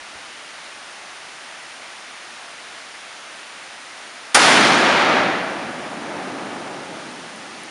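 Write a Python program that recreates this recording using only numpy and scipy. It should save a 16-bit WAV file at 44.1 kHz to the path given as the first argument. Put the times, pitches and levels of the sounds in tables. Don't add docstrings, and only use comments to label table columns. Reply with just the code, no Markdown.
import sys
import numpy as np
from scipy import signal
from scipy.fft import irfft
from scipy.io import wavfile
from scipy.ndimage import uniform_filter1d

SR = 44100
rng = np.random.default_rng(int(sys.argv[2]) if len(sys.argv) > 2 else 0)


def transcribe(signal):
    frames = np.atleast_2d(signal).T
    limited = np.clip(frames, -1, 1)
    pcm = np.round(limited * 32767).astype(np.int16)
    wavfile.write(sys.argv[1], SR, pcm)


def decibels_to_gain(level_db):
    exponent = np.asarray(level_db, float) / 20
    return 10 ** exponent


N = 339567

SHOT_S = 4.3450

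# pitch_hz, level_db (per Hz)
STREAM_TONE = [(30, -15), (130, -14), (300, -5), (620, -1), (1330, -0.5), (2000, -1), (2900, -4),
               (3500, -6), (4600, -8.5), (6000, -10.5), (7900, -15.5), (9500, -13.5), (10400, -19),
               (11300, -34)]
# start_s, peak_db, pitch_hz
THUDS = [(.01, -40, 40), (.15, -39, 70), (.28, -46, 55), (.575, -50, 45), (.66, -52, 60), (.75, -52, 50),
         (.84, -50, 45), (.98, -52, 45), (2.65, -55, 40), (5.95, -48, 40), (6.2, -46, 40)]
# start_s, peak_db, pitch_hz
TICKS = [
    (7.3612, -30, 9600),
    (7.6354, -26, 9900),
]
# pitch_hz, level_db (per Hz)
ECHO_TONE = [(30, -26), (100, -13.5), (190, -1.5), (300, 0), (650, -2.5), (900, -5), (1440, -5.5),
             (2500, -8.5), (4100, -12.5), (6000, -16), (7800, -19.5), (9300, -18.5), (10400, -21.5),
             (11300, -36)]
# pitch_hz, width_hz, growth_db_per_s
VALLEY = (840, 130, 1.33)
# loudest_s, level_db, swell_db_per_s, fade_db_per_s, boom_db
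BANKS = [
    (4.41, -16.5, 110, 23, -7),
    (4.53, -15.5, 40, 31, -7),
    (5.17, -13, 1.5, 30.5, -8),
    (5.62, -31, 28, 5.5, 0.5),
    (6.18, -26, 40, 52, -7),
    (6.43, -26.5, 16, 11.5, -3),
]
# pitch_hz, level_db (per Hz)
JET_TONE = [(180, -31), (300, -9), (4600, -8.5), (6050, -9.5), (7480, -14), (9540, -7), (11300, -26),
            (14700, -50), (22000, -120)]
# start_s, peak_db, length_ms
SHOCKS = [(4.3529, 2, .16), (4.3537, -2, .15), (4.3563, 1, .15), (4.3589, 2, .17), (4.3611, 2, .17),
          (4.3651, 1, .17), (4.3701, 2, .19), (4.3716, -2, .15), (4.3731, -2, .32), (4.3747, -2, .24),
          (4.3771, -4, .28), (4.3815, -3, .15), (4.3851, -4, .28), (4.3883, -3, .22), (4.3992, -4, .15)]
# pitch_hz, width_hz, depth_db
PORT_DIPS = [(465, 185, -5), (1030, 104, -2.5), (390, 79, -1), (7890, 180, -9.5)]


def evened(x):
    return x / np.sqrt(np.mean(x ** 2) + 1e-20)


def read(points, hz):
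    point_hz, value = np.transpose(points)
    return np.interp(np.log(hz + 1), np.log(point_hz + 1), value)


def add(mix, start_s, sound):
    part = mix[round(start_s * SR):][:len(sound)]
    part += sound[:len(part)]


def shaped(x, field_db):
    hz, t, z = signal.stft(x, SR, nperseg=1024, noverlap=768)
    z = z * decibels_to_gain(field_db(hz[:, None], t[None]))
    return signal.istft(z, SR, nperseg=1024, noverlap=768)[1][:N]


def patches(hz, t, bins, frames):
    field = rng.standard_normal((t.size, hz.size)).T
    field = uniform_filter1d(field, int(bins), 0)
    return evened(uniform_filter1d(field, int(frames), 1))


def stream():
    def field_db(hz, t):
        drift_db = 0.38 * patches(hz, t, 14, 14) + 0.14 * patches(hz, t, 380, 25)
        return read(STREAM_TONE, hz) + drift_db
    hiss = evened(shaped(rng.standard_normal(N), field_db))
    return decibels_to_gain(-37) * hiss


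def handling_thuds():
    out, t = np.zeros(N), np.arange(SR // 10) / SR
    for start_s, peak_db, pitch_hz in THUDS:
        swell = t / 0.011 * np.exp(1 - t / 0.0077)
        add(out, start_s, decibels_to_gain(peak_db) * np.sin(2 * np.pi * pitch_hz * t) * swell)
    return out


def bolt_ticks():
    out, t = np.zeros(N), np.arange(SR // 10) / SR
    for start_s, peak_db, pitch_hz in TICKS:
        add(out, start_s, decibels_to_gain(peak_db - 60 * t / 0.005) * np.sin(2 * np.pi * pitch_hz * t))
    return out


def banks_db(t, bass):
    loudest_s, level_db, swell, fade, boom_db = np.transpose(BANKS)[..., None]
    late = t.ravel() - loudest_s
    if bass:
        level_db = level_db + boom_db
        fade = fade * 0.98
    each_db = level_db + swell * np.minimum(late, 0) - fade * np.maximum(late, 0)
    return 10 * np.log10(np.sum(decibels_to_gain(each_db) ** 2, axis=0)).reshape(t.shape)


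def echo():
    air_db_per_s, leaf_db, leaf_s = 9.5, 7, 1.65
    bass_late_db, bass_build_s = -10, .045
    fill_s, missing = .04, .38
    valley_hz, valley_width_hz, valley_db_per_s = VALLEY

    def field_db(hz, t):
        since = np.maximum(t - SHOT_S, 0)
        loss_db = air_db_per_s * since + leaf_db * (1 - np.exp(-since / leaf_s))
        loss_db = loss_db * (hz / 4000) ** 1.127
        bass_db = banks_db(t, True) - banks_db(t, False)
        bass_db = bass_db + bass_late_db * np.exp(-since / bass_build_s)
        boom_db = bass_db / (1 + (hz / 400) ** 2)
        slopes_db = valley_db_per_s * since / (1 + (2 * (hz - valley_hz) / valley_width_hz) ** 2)
        return read(ECHO_TONE, hz) - loss_db + boom_db + slopes_db + 0.67 * patches(hz, t, 5.7, 7.7)

    strength = decibels_to_gain(2.5 * np.minimum(rng.exponential(1, N), 5))
    trunks = evened(strength * rng.standard_normal(N))
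    scattered = shaped(trunks, field_db)
    first_half_second = scattered[round(SHOT_S * SR):][:SR // 2]
    steady = scattered / np.sqrt(np.mean(first_half_second ** 2))
    t = np.arange(N) / SR
    onset = np.clip((t - SHOT_S) / 0.004, 0, 1)
    filling = 1 - missing * np.exp(-(np.maximum(t - SHOT_S, 0) / fill_s) ** 2)
    return steady * onset * filling * decibels_to_gain(banks_db(t, False) + 1.0)


def gas_jet():
    level_db, rise_s, fade_db_per_s, length_s = -5, .0047, 760, .05
    out, t = np.zeros(N), np.arange(round(length_s * SR)) / SR
    roar = evened(shaped(rng.standard_normal(N), lambda hz, s: read(JET_TONE, hz) + 0 * s))
    rise = np.minimum(t / rise_s, 1) ** 0.48
    fade = decibels_to_gain(level_db - fade_db_per_s * np.maximum(t - rise_s, 0))
    add(out, SHOT_S, roar[:len(t)] * rise * fade)
    return out


def shock_fronts():
    out = np.zeros(N)
    for start_s, peak_db, length_ms in SHOCKS:
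        u = np.arange(400) / SR * 1000 / length_ms
        front = np.sin(1.5 * u) * u * np.exp(-.75 * u)
        add(out, start_s, decibels_to_gain(peak_db) * front / front.max())
    return out


def scene():
    background = stream() + handling_thuds() + bolt_ticks()
    return (background + echo() + gas_jet() + shock_fronts())[None]


def low_pass(x):
    return signal.sosfilt(signal.butter(12, 11420, fs=SR, output="sos"), x)


def record(dry):
    blasted, settled, settle_s = 1.16, .95, .016
    limit = np.where(np.arange(N) / SR < SHOT_S + settle_s, blasted, settled)
    squashed = dry / (1 + abs(dry / limit) ** 4) ** (1 / 4)
    low_hz, edge_hz = 82, 11900
    hz = np.fft.rfftfreq(4096, 1 / SR)
    colour_db = -70 / (1 + np.exp((edge_hz - hz) / 120))
    for pitch_hz, width_hz, depth_db in PORT_DIPS:
        colour_db += depth_db / (1 + (2 * (hz - pitch_hz) / width_hz) ** 2)
    colour = decibels_to_gain(colour_db) * hz ** 2 / (hz ** 2 + low_hz ** 2)
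    taps = np.roll(irfft(colour), 2048) * np.hanning(4096)
    heard = signal.oaconvolve(squashed, taps[None], "same")
    return low_pass(np.clip(heard, -1, 1))


dry = scene()
out = record(dry)
transcribe(out)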